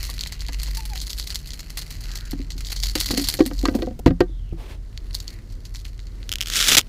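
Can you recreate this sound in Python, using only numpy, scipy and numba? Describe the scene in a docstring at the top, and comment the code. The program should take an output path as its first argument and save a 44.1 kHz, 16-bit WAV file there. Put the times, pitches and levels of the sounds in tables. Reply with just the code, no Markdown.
"""Jacket cloth crackles and rubs on the microphone port of a chest-worn camera, on a rocky shore.
Under it a low rumble wavers in a faint wash of air. Hands knock a plastic cool box and shut its lid:
the walls ring, squeezed air thuds. A boot squeaks twice on stone, thin hisses pass, a sleeve slides.
Last, a hook-and-loop flap rips open: single hooks pop, then tear densely."""
import sys
import numpy as np
from scipy import signal
from scipy.fft import rfft, irfft
from scipy.io import wavfile
from scipy.ndimage import uniform_filter1d
from numba import njit

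SR = 44100
rng = np.random.default_rng(int(sys.argv[2]) if len(sys.argv) > 2 else 0)


def generate_wav(sig):
    """Save sig (samples, or channels by samples) to the path in sys.argv[1] as 16-bit PCM at SR."""
    pcm = np.round(np.clip(np.atleast_2d(sig).T, -1, 1) * 32767).astype(np.int16)
    wavfile.write(sys.argv[1], SR, pcm)


N = 303408

# loud creases (time [s], peak [dB], relative tail [dB], dull tilt [dB], bright tilt [dB])
CREASE_SNAPS = [(0.0303, -16.5, -12, -5, -4), (0.0645, -27, -16, -17, -1), (0.1002, -16, -17, -12, -5),
                (0.1924, -15, -20, -17, -15), (0.2098, -11, -16, -17, -9), (0.2366, -13, -24, -8, -9),
                (0.2713, -22, -6.5, -16, -6.5), (0.3232, -13, -13.5, -6, -8.5), (0.407, -18, -28, -27, -11),
                (0.4656, -22.5, -22, -20, -9), (0.4852, -18.5, -12, -9, -12), (0.5317, -19.5, -20, -5, -6),
                (0.5992, -18, -24, -6.5, -11), (0.6325, -13.5, -14.5, -9.5, -3), (0.6856, -23, -14, -3, -9),
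                (0.749, -22.5, -4.5, -11, -5), (0.7716, -17, -8, -7.5, -3.5), (0.854, -24.5, -8, -5, 1),
                (0.9569, -19.5, -13, 1, -7), (0.9773, -18.5, -27, -14, -7), (1.0025, -16, -19, -17, -11),
                (1.0154, -19.5, -3.5, -16, -6.5), (1.0687, -17, -30, -21, -11), (1.104, -17, -9, -12, -6),
                (1.1317, -14, -19, -15, -9), (1.1841, -23, -2, -9, -2.5), (1.1983, -10.5, -40, -9, -7),
                (1.2267, -24, -15, -23, -8), (1.273, -22, -12, -6.5, 1), (1.304, -16.5, -8, -11, -9),
                (1.3466, -13.5, -15, -16, -5), (1.357, -10.5, -16, -10.5, -7), (1.4728, -29, -5, -21, -3),
                (1.506, -20, -15, -10, -11), (1.5342, -19.5, -11, -11, -7), (1.5925, -24, -8, -9.5, -8),
                (1.7032, -27.5, -10.5, -8, -3), (1.773, -20, 0, -5.5, -2.5), (1.79, -18.5, -12, -7, -4),
                (1.8203, -23, -14, -4, -5), (1.9056, -27, 0.5, -7.5, -4), (2.0088, -27, -11, -15, -3),
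                (2.0387, -28, -22, -11, -4), (2.1161, -24, -8, -8, -10), (2.155, -19.5, -6, -9, -7),
                (2.209, -24.5, -23, -10, -5), (2.3107, -18, -12.5, -13, -3), (2.5047, -22, -5, -9, -12),
                (2.5204, -25, -24, -14, -13), (2.5802, -26, -5.5, -7.5, -6),
                (2.607, -17.5, -12.5, -5.5, -9), (2.6486, -22, -13, -17, -20), (2.6689, -25, -3, -15, -7),
                (2.7019, -23.5, -3, -9.5, -11), (2.7202, -18.5, -2.5, -4.5, -5.5),
                (2.7636, -18, -6, -13, -10), (2.8022, -15, -25, -27, -14), (2.8349, -9.5, -8, -9.5, -9),
                (2.8399, -26, -9, -13, -8), (2.8659, -36, -28, -19, -11), (2.954, -13, -2.5, -1.5, -5),
                (2.9854, -15, -15, -11, -8), (3.0024, -6, -8.5, -23, -3), (3.0111, -9.5, -14, -4.5, -3),
                (3.0591, -15.5, -1.5, -14, -7), (3.1088, -15, -1.5, -13, -5), (3.1759, -8.5, -7, -6, -4.5),
                (3.2151, -21.5, -2, -16, 1), (3.242, -15, -4.5, -11, -8), (3.2722, -17, -5, -11, -5),
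                (3.2867, -6.5, -6.5, -7.5, -1), (3.313, -17, -11, -11, -6), (3.34, -15, -9.5, -0.5, 2.5),
                (3.3912, -25, -4, -13, -11), (3.4624, -18, -8, -3, 2.5), (3.5688, -32, -21, -24, -11),
                (3.591, -21.5, -6, -20, -11), (3.6556, -5.5, -29, -25, -33), (3.7506, -27, -13, -9, -15),
                (3.8217, -26.5, -26, 5, -5), (4.0613, -22.5, 0, 2, -9), (4.205, -20.5, -15, 4, -6),
                (4.9763, -22.5, -24, -4.5, -24), (5.1307, -30, -20, -11, -11), (5.1455, -21, -2, -11, -4),
                (5.1503, -7, -20, -16, -10), (5.2031, -16, -18, -15.5, -13), (5.2796, -15.5, -32, -24, -26),
                (5.289, -34, -16, -1, -15), (5.5004, -40, -8, -3, -14), (5.5231, -34, -12, -8, -6),
                (5.6531, -29.5, -6, -8, -9), (5.7486, -22, -24, -4, -21), (5.758, -22.5, -13, -9, -11),
                (5.8523, -27, -8.5, -0.5, -7), (5.88, -34.5, -5, -7, -10), (5.993, -33, -22, -1, -14),
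                (6.002, -37, -24, -4, -14), (6.0696, -33, -15, -2, -25), (6.2298, -32.5, -19, 1, -15)]
# cloth rubbing (time [s], level [dB], dull tilt [dB], bright tilt [dB], relative housing ring [dB])
CLOTH_RUB = [(0.0, -35, -2, -11, -11), (0.1, -44.5, 0.5, -4.5, -16), (0.26, -51, 5, -11.5, -23),
             (0.97, -46, -3.5, -8, -19), (1.17, -46.5, -5, -7, -17), (1.3, -46, -1, -8.5, -20),
             (1.81, -50.5, 0, -9.5, -17), (1.95, -46.5, -0.5, -10, -24), (2.35, -53.5, 0, -14, -9),
             (2.56, -57.5, -3.5, -16, -24), (2.82, -42.5, -6.5, -9, -11), (3.18, -36.5, -2.5, -12, -1),
             (3.42, -42.5, -10, -13, -17), (3.63, -48.5, -3.5, -9, -20), (3.81, -51.5, 2, -16, -15),
             (4.02, -75.5, -2, -19, -25), (5.0, -68, 3, -10, -8), (5.16, -57.5, 3.5, -5, -4),
             (5.56, -63.5, -3, -12, -15), (5.81, -57, -2, -7, -12), (6.09, -69, 1, -12, -17),
             (6.3, -60, 3, -7, -9)]
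# microphone port resonances (centre [Hz], width [Hz], lift [dB])
PORT_PEAKS = [(2005, 240, 6.5), (4340, 1200, 8.5), (6570, 750, 2.5), (10050, 810, 4.5), (12100, 680, 7)]
# camera housing resonances (centre [Hz], width [Hz], lift [dB])
HOUSING_PEAKS = [(2060, 200, 14), (4400, 260, 26), (6700, 350, 20), (10250, 400, 16), (12400, 450, 14)]
# low hum (time [s], pitch [Hz], level [dB])
HUM = [(0, 46, -26), (.34, 48.6, -33.5), (.7, 48.74, -26.5), (1.3, 48.97, -31.5), (1.45, 42.35, -33.5),
       (2.25, 42.5, -32), (2.4, 42.3, -26.5), (3.15, 43.95, -26), (3.3, 44.4, -34.5), (3.5, 43.4, -30),
       (3.6, 43.6, -23), (3.9, 44.2, -34.5), (4.4, 42.73, -28), (4.7, 42.78, -32.5), (5.65, 42.5, -33),
       (6.2, 43.5, -31.5), (6.5, 41.27, -32), (6.88, 38.6, -35)]
# growl around the hum (time [s], level [dB])
GROWL_LEVELS = [(0.0, -40.5), (1.65, -45.5), (3.16, -35.5), (4.08, -36.5), (4.3, -40.5), (5.25, -42),
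                (6.59, -43), (6.88, -44)]
# fainter drones (pitch [Hz], level [dB], start [s], end [s])
DRONE_TONES = [(30.6, -38, 0, 6.88), (42, -39.5, 0.24, 1.2), (125, -55, 0, 3.3), (61.3, -42, 0.14, 4.6),
               (101, -45, 1.8, 8), (148.2, -46.5, 0.12, 2.6), (181.4, -57.5, 0.82, 3.3)]
# air spectrum (frequency [Hz], gain [dB])
AIR_SPECTRUM = [(88, -18), (150, -3.5), (217, 0), (297, -1.5), (566, -12.5), (821, -18.5), (2100, -20.5),
                (2400, -27.5), (4670, -23.5), (14500, -38), (16000, -36)]
# blows on the box (time [s], peak [dB], main mode [Hz], relative upper modes [dB], relative crack [dB])
BOX_KNOCKS = [(0.093, -50, 283, 2, 20), (0.49, -36, 272, -10, 6.5), (0.682, -43.5, 253, -9, 3),
              (2.332, -20, 278, -23, -14), (2.397, -24.5, 280, -26, -32), (2.555, -35, 271.5, -36, -28),
              (2.955, -19, 300.5, -11, -5.5), (3.106, -18, 297, -14, -1.5), (3.134, -17, 254, -14.5, -17),
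              (3.212, -23.5, 277, -25, -20), (3.39, -19.5, 373, -1, -2), (3.405, 0.5, 326, -19.5, -16),
              (3.457, -23, 264, -24, -22), (3.511, -24, 289, -11, -4.5), (3.635, -15, 292, -13.5, -28),
              (3.654, -19.5, 328, -9, 7), (3.684, -10, 286, -17, -8.5), (3.744, -27, 296, -8, -2.5),
              (3.788, -26, 373, -19, -8), (3.823, -15.5, 336, -9, -8.5), (3.872, -20, 254, -4.5, -20),
              (3.909, -26.5, 247, -11, -19), (4.062, 4, 282, -15.5, -17), (4.077, -5, 258, -25, -14.5),
              (4.106, -13, 282, -15, -14.5), (4.206, -2.5, 344.5, -12, -8), (4.294, -37, 328, -22, -29),
              (4.525, -26.5, 337, -30, -24)]
# upper wall modes (frequency [Hz], gain [dB], t60 [s])
WALL_MODES = [(500.4, 6.5, 0.07), (714, -1.5, 0.073), (960, -49, 0.24), (1177, -27.5, 0.083),
              (1587, -28, 0.086), (1896, -23, 0.062)]
# boot squeaks (start [s], length [s], first pitch [Hz], last pitch [Hz], peak [dB])
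BOOT_SQUEAKS = [(0.766, 0.1, 917, 855, -38), (0.896, 0.088, 890, 748, -40.5)]
# thin hisses, one track each (time [s], centre [Hz], level [dB])
HISS_TRACKS = [
    [(2.03, 1574, -63), (2.1, 1530, -51.5), (2.27, 1620, -53.5), (2.33, 1600, -63)],
    [(4.28, 3585, -66), (4.31, 3550, -62), (4.38, 3310, -63), (4.47, 2906, -65), (4.52, 2756, -58)],
    [(5.28, 2030, -70), (5.33, 2070, -56), (5.38, 2050, -59), (5.44, 2120, -68)],
]
# air squeezed from the box (time [s], peak [dB])
AIR_PUFFS = [(2.333, -27), (2.953, -46), (3.106, -26), (3.406, -26), (3.656, -30.5), (4.062, -4),
             (4.076, -13), (4.106, -15), (4.205, -18), (4.525, -24.5)]
# modes of a puff's thud (frequency [Hz], gain [dB], t60 [s])
THUD_MODES = [(78.5, 5, 0.038), (114.5, 5, 0.061), (171, -6, 0.19)]
# hands and catch scuffing the box (time [s], level [dB])
SCUFF_LEVELS = [(2.9, -72), (3.08, -48), (3.15, -14), (3.25, -46), (3.5, -43), (3.62, -41), (3.76, -14.5),
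                (3.83, -29.5), (3.9, -52), (4.0, -39)]
# sliding sleeve (time [s], level [dB], relative low band [dB])
SLEEVE_SLIDE = [(4.53, -55, 22), (4.536, -71, 7), (4.588, -52, 6.5), (4.722, -47.5, 0.5), (4.79, -74, 9)]
# loud hooks tearing loose (time [s], peak [dB])
HOOK_POPS = [(6.292, -14.5), (6.317, -9), (6.3255, -7.5), (6.3368, -13), (6.356, -9.5), (6.3845, -20),
             (6.4071, -9.5), (6.4119, -5), (6.4224, -17), (6.4262, -13.5), (6.4334, -19), (6.4585, -14.5),
             (6.471, -10), (6.4762, -20), (6.4833, -8), (6.5001, -6), (6.5074, -21), (6.5362, -7),
             (6.5644, -7), (6.5794, -9), (6.6119, -3.5), (6.6255, 0), (6.6846, 2), (6.7215, -9),
             (6.7481, 0), (6.7683, 5.5), (6.7833, 9), (6.8118, -14)]
# resonances of a popping hook (centre [Hz], width [Hz], lift [dB])
HOOK_PEAKS = [(3050, 1200, 20), (5300, 1100, 13)]
# flap peeling, catching, last tug (time [s], level [dB])
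PEEL_LEVELS = [(6.44, -54), (6.52, -27), (6.575, -15.5), (6.605, -20.5), (6.63, -22), (6.675, -15),
               (6.688, -12.5), (6.705, -16), (6.725, -12), (6.752, -12), (6.76, -23.5), (6.766, -51),
               (6.769, -9.5), (6.785, -9.5), (6.789, -32), (6.792, -10.5), (6.81, -36)]
# flap spectrum (frequency [Hz], gain [dB])
FLAP_SPECTRUM = [(290, -13), (500, -14.5), (933, -25), (1320, -4.5), (1790, -5.5), (3440, 0), (4600, -4),
                 (6800, -4), (8960, -11), (14700, -15.5), (16000, -21)]
# chest thump (time [s], level relative to peeling [dB])
CHEST_THUMP = [(6.44, -22), (6.62, -27), (6.75, -10), (6.81, -7.5)]


def undb(db):
    """Decibels to gain."""
    return 10 ** (np.asarray(db) / 20)


def white():
    """White noise, rms 1."""
    return rng.standard_normal(N)


def curves(table):
    """Columns per sample, then a gate open over the table's span."""
    times_s, *columns = np.transpose(table)
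    t = np.arange(N) / SR
    gate = uniform_filter1d(1. * ((t >= times_s[0]) & (t <= times_s[-1])), size=200)
    return [np.interp(t, times_s, column) for column in columns] + [gate]


def colour(x, spectrum, peaks=()):
    """Minimum-phase filter from (Hz, dB) points and resonances; unit power gain."""
    hz = np.arange(1025) * SR / 2048 + 1
    point_hz, point_db = np.transpose(spectrum)
    db = np.interp(np.log(hz), np.log(point_hz), point_db)
    for centre_hz, width_hz, lift_db in peaks:
        db = db + lift_db / (1 + (2 * (hz - centre_hz) / width_hz) ** 2)
    cepstrum = irfft(db * np.log(10) / 20)
    cepstrum[1:1024] *= 2
    cepstrum[1025:] = 0
    response = irfft(np.exp(rfft(cepstrum)))
    return signal.oaconvolve(x, response / np.sqrt(np.sum(response ** 2)))[:N]


@njit
def bandpass(x, hz, width_hz):
    """State-variable band-pass, moving centre."""
    y, band, low = np.empty(len(x)), 0., 0.
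    for i in range(len(x)):
        g, damping = np.tan(np.pi * hz[i] / SR), width_hz / hz[i]
        v = (band + g * (x[i] - low)) / (1 + g * (g + damping))
        band, low = 2 * v - band, low + 2 * g * v
        y[i] = damping * v
    return y


def wander(rate_hz):
    """Ramps between random levels."""
    step = int(SR / rate_hz)
    return 0.746 * uniform_filter1d(np.repeat(rng.standard_normal(N // step + 1), step), step)[:N]


def pops(times_s, peak_db):
    """One impulse per event, random sign."""
    y = np.zeros(N)
    y[(times_s * SR).astype(int)] = undb(peak_db) * rng.choice([-1, 1], size=len(times_s))
    return y


def bursts(times_s, peak_db, t60_s):
    """Envelope of sudden decaying bursts, summed in power."""
    decay = undb(-120 * np.arange(int(t60_s * SR)) / SR / t60_s)
    onsets = np.zeros(N)
    np.add.at(onsets, (times_s * SR).astype(int), undb(2 * peak_db))
    return np.sqrt(np.abs(signal.oaconvolve(onsets, decay)[:N]))


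def grit(rate_hz, spread_db, tail_s):
    """Envelope of random, uneven slips, rms 1."""
    hits = (rng.random(N) < rate_hz / SR) * undb(spread_db * np.minimum(rng.exponential(size=N), 4))
    y = 0.51 + signal.lfilter([1], [1, -np.exp(-1 / (tail_s * SR))], hits)
    return y / np.sqrt(np.mean(y ** 2))


def ring(time_s, peak_db, modes):
    """Softly pushed modes, randomly detuned per blow."""
    out, t = np.zeros(N + SR), np.arange(SR // 5) / SR
    hz, db, t60_s = np.transpose(modes)[:, :, None]
    hz = hz * (1 + 0.028 * rng.standard_normal(hz.shape))
    tone = np.sum(undb(db - 60 * t / t60_s) * np.sin(2 * np.pi * hz * t), axis=0)
    attack = 1 - np.exp(-t / 0.0022)
    start = int(time_s * SR)
    out[start:start + len(t)] = undb(peak_db + 0.5) * tone * attack
    return out[:N]


def small_snaps(rub_db, count=260):
    """Small creases trail loud ones, a few lead. Columns as CREASE_SNAPS."""
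    parents = np.array(CREASE_SNAPS)[rng.integers(len(CREASE_SNAPS), size=count)]
    lag_s = 0.028 * rng.exponential(size=count) - 0.0086
    times_s = np.clip(parents[:, 0] + lag_s, 0, CLOTH_RUB[-1][0])
    scatter_db = 4 * np.clip(rng.standard_normal((count, 4)), -2, 1.5)
    levels_db = scatter_db + [-10, -13, -14.5, -12]  # peak, tail, dull, bright
    levels_db[:, 0] += np.minimum(parents[:, 1], rub_db[(times_s * SR).astype(int)] + 31)
    return np.c_[times_s, levels_db]


def cloth():
    """Creases snap and cloth rubs, in three bands coloured by the port; both ring the housing."""
    rub_db, rub_dull_db, rub_bright_db, housing_db, _ = curves(CLOTH_RUB)
    times_s, peak_db, tail_db, dull_db, bright_db = np.vstack([CREASE_SNAPS, small_snaps(rub_db)]).T
    slips = grit(rate_hz=300, spread_db=5.55, tail_s=0.00082) * undb(2.1 * wander(44))
    noise = white()
    dull = [(500, -17), (1200, -14), (2800, -5), (4000, -6.5), (9000, -60)]
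    middle = [(1500, -27.5), (3300, 7.5), (7500, 2.5), (10000, -23.5)]
    bright = [(4000, -23.5), (8500, 7), (15000, 1.5)]
    bands = [(dull, peak_db + dull_db + 3, rub_db + rub_dull_db + 2.5),
             (middle, peak_db + 0.1, rub_db + 1.5),
             (bright, peak_db + bright_db - 1.5, rub_db + rub_bright_db + 2.5)]
    out = 0
    for spectrum, snap_db, slip_db in bands:
        clicks = pops(times_s, snap_db + 6) + noise * bursts(times_s, snap_db - 9, t60_s=0.004)
        tails = bursts(times_s, snap_db + tail_db + 0.5, t60_s=0.069)
        tails = uniform_filter1d(tails, size=1 + int(0.004 * SR))  # 4 ms attack
        friction = (0.42 + 0.18 * slips) * tails + slips * undb(slip_db)
        out = out + colour(clicks + noise * friction, spectrum, PORT_PEAKS)
    drive = noise * slips * undb(rub_db + housing_db + 1.4 * wander(9))
    drive += pops(times_s, peak_db - 3 - np.maximum(bright_db + 14, -8))  # dull snaps ring most
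    return out + colour(drive, [(1000, -31), (4000, 12.5), (12000, -0.5)], HOUSING_PEAKS)


def rumble():
    """Wavering low hum, noisy growl, fainter drones."""
    hum_hz, hum_db, _ = curves(HUM)
    phase = 2 * np.pi * np.cumsum(hum_hz * (1 + 0.0677 * wander(45))) / SR
    hum = undb(hum_db + 1 + 4.1 * wander(13)) * np.sin(phase)
    growl_db, _ = curves(GROWL_LEVELS)
    spectrum = [(20, 0.5), (40, -7.5), (70, 11), (100, 5.5), (155, -3), (220, -13.5), (500, -51.5)]
    out = hum + colour(white(), spectrum) * undb(growl_db + 0.81 * wander(23))
    for drone_hz, drone_db, start_s, end_s in DRONE_TONES:
        gate, = curves([(start_s,), (end_s,)])
        swell = undb(drone_db - 0.5 + 4 * wander(10))
        phase = 2 * np.pi * np.cumsum(drone_hz + 2.74 * wander(24.9)) / SR
        out += gate * swell * np.sin(phase)
    return out


def air():
    """Faint broad wash; the level drifts."""
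    return colour(white(), AIR_SPECTRUM) * undb(-52.5 + 2 * wander(3.3))


def box_knocks():
    """Each blow rings the plastic walls and adds a short crack."""
    out = 0
    for time_s, peak_db, main_hz, upper_db, crack_db in BOX_KNOCKS:
        main_t60_s = 0.083 * (1 - 0.019 * peak_db)  # lighter blows ring longer
        modes = [(main_hz, 0, main_t60_s), (1.147 * main_hz, -6, 0.08), (0.884 * main_hz, -8, 0.09)]
        for hz, db, t60_s in WALL_MODES:
            modes.append((hz, db + (crack_db + 10 if hz > 800 else upper_db), t60_s))
        out = out + ring(time_s, peak_db, modes)
    times_s, peak_db, _, _, crack_db = np.transpose(BOX_KNOCKS)
    cracks = white() * bursts(times_s, peak_db + crack_db - 4.5, t60_s=0.035)
    return out + colour(cracks, [(300, -17), (800, 7.5), (2500, -2), (5000, -9), (12000, -46)])


def boot_squeaks(rise_s=0.028):
    """Rubber stick-slip on stone: trembling, sagging tone, weak overtones."""
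    out = 0
    for start_s, length_s, first_hz, last_hz, peak_db in BOOT_SQUEAKS:
        edge_db = peak_db - 17.5
        hz, db, gate = curves([(start_s, first_hz, edge_db),
                               (start_s + rise_s, 0.34 * first_hz + 0.7 * last_hz, peak_db),
                               (start_s + 1.94 * rise_s, last_hz, edge_db),
                               (start_s + length_s, last_hz, edge_db)])
        phase = 2 * np.pi * np.cumsum(hz * (1 + 0.03 * wander(200))) / SR
        tone = sum(gain * np.sin(k * phase) for k, gain in enumerate([1, 0.15, 0.15, 0.12], 1))
        out = out + gate * undb(db + 5 + 4.3 * wander(71)) * tone
    return out


def hisses(width_hz=620.):
    """Thin, gliding bands of noise."""
    out = 0
    for track in HISS_TRACKS:
        hz, db, gate = curves(track)
        band = bandpass(bandpass(white(), hz, width_hz), hz, width_hz)
        out = out + gate * undb(db) * band / band.std()
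    return out


def box_thuds():
    """Air squeezed from the box thuds in three low modes."""
    return sum(ring(time_s, peak_db, THUD_MODES) for time_s, peak_db in AIR_PUFFS)


def box_scuffs():
    """Hands and catch scuff; the walls hum."""
    db, gate = curves(SCUFF_LEVELS)
    friction = white() * gate * undb(db + 3.5) * grit(rate_hz=55, spread_db=8.8, tail_s=0.011)
    wall_peaks = [(281.6, 64, 16.6), (514, 38, 6), (720, 66, 5.6)]
    return colour(friction, [(100, -30), (210, 8.5), (700, -7.5), (1500, -30)], wall_peaks)


def sleeve_slide():
    """Smooth cloth friction: one broad band, one low."""
    db, low_db, gate = curves(SLEEVE_SLIDE)
    friction = white() * gate * undb(db + 3.8 * wander(87))
    broad = colour(friction, [(500, -23), (1200, 5.5), (3200, 2.5), (7000, -10), (15000, -17)])
    return broad + colour(friction * undb(low_db), [(100, -9), (350, 2), (900, -4), (2000, -35)])


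def flap_rip():
    """Single hooks pop and ring; dense tearing follows and shakes the chest mount."""
    listed_s, peak_db = np.transpose(HOOK_POPS)
    pop_s = listed_s + 0.0008
    clicks = pops(pop_s, peak_db)
    peel_db, peeling = curves(PEEL_LEVELS)
    thump_db, _ = curves(CHEST_THUMP)
    tearing = peeling * undb(peel_db - 2 + 2.5 * wander(120))
    tearing *= grit(rate_hz=700, spread_db=2.25, tail_s=0.00035)
    tails = bursts(pop_s, peak_db - 14, t60_s=0.0059) + bursts(pop_s, peak_db - 31, t60_s=0.042)
    drive = white() * (tearing + tails) + clicks * undb(-1)
    rip = colour(drive, FLAP_SPECTRUM, peaks=[(3360, 372, 2.5), (5273, 1020, 1.04)])
    shake = colour(white() * tearing * undb(thump_db), [(40, -12), (120, 1), (900, -3.5), (2000, -15.5)])
    ring_drive = clicks * undb(6.5 - 8 * peeling)  # a peeling flap rings less
    return rip + shake + colour(ring_drive, [(1500, -6), (3000, 0), (9000, 0)], HOOK_PEAKS)


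def scene():
    """All sources, one microphone."""
    mix = cloth() + rumble() + air() + box_knocks() + boot_squeaks() + hisses()
    mix += box_thuds() + box_scuffs() + sleeve_slide() + flap_rip()
    return mix[None]


def record(dry):
    """Soft clip near full scale, then a steep low-pass."""
    ceiling, cutoff_hz = 0.93, 15400
    clipped = dry / (1 + np.abs(dry / ceiling) ** 6) ** (1 / 6)
    return signal.sosfilt(signal.ellip(8, 0.2, 60, cutoff_hz, fs=SR, output="sos"), clipped)


dry = scene()
out = record(dry)
generate_wav(out)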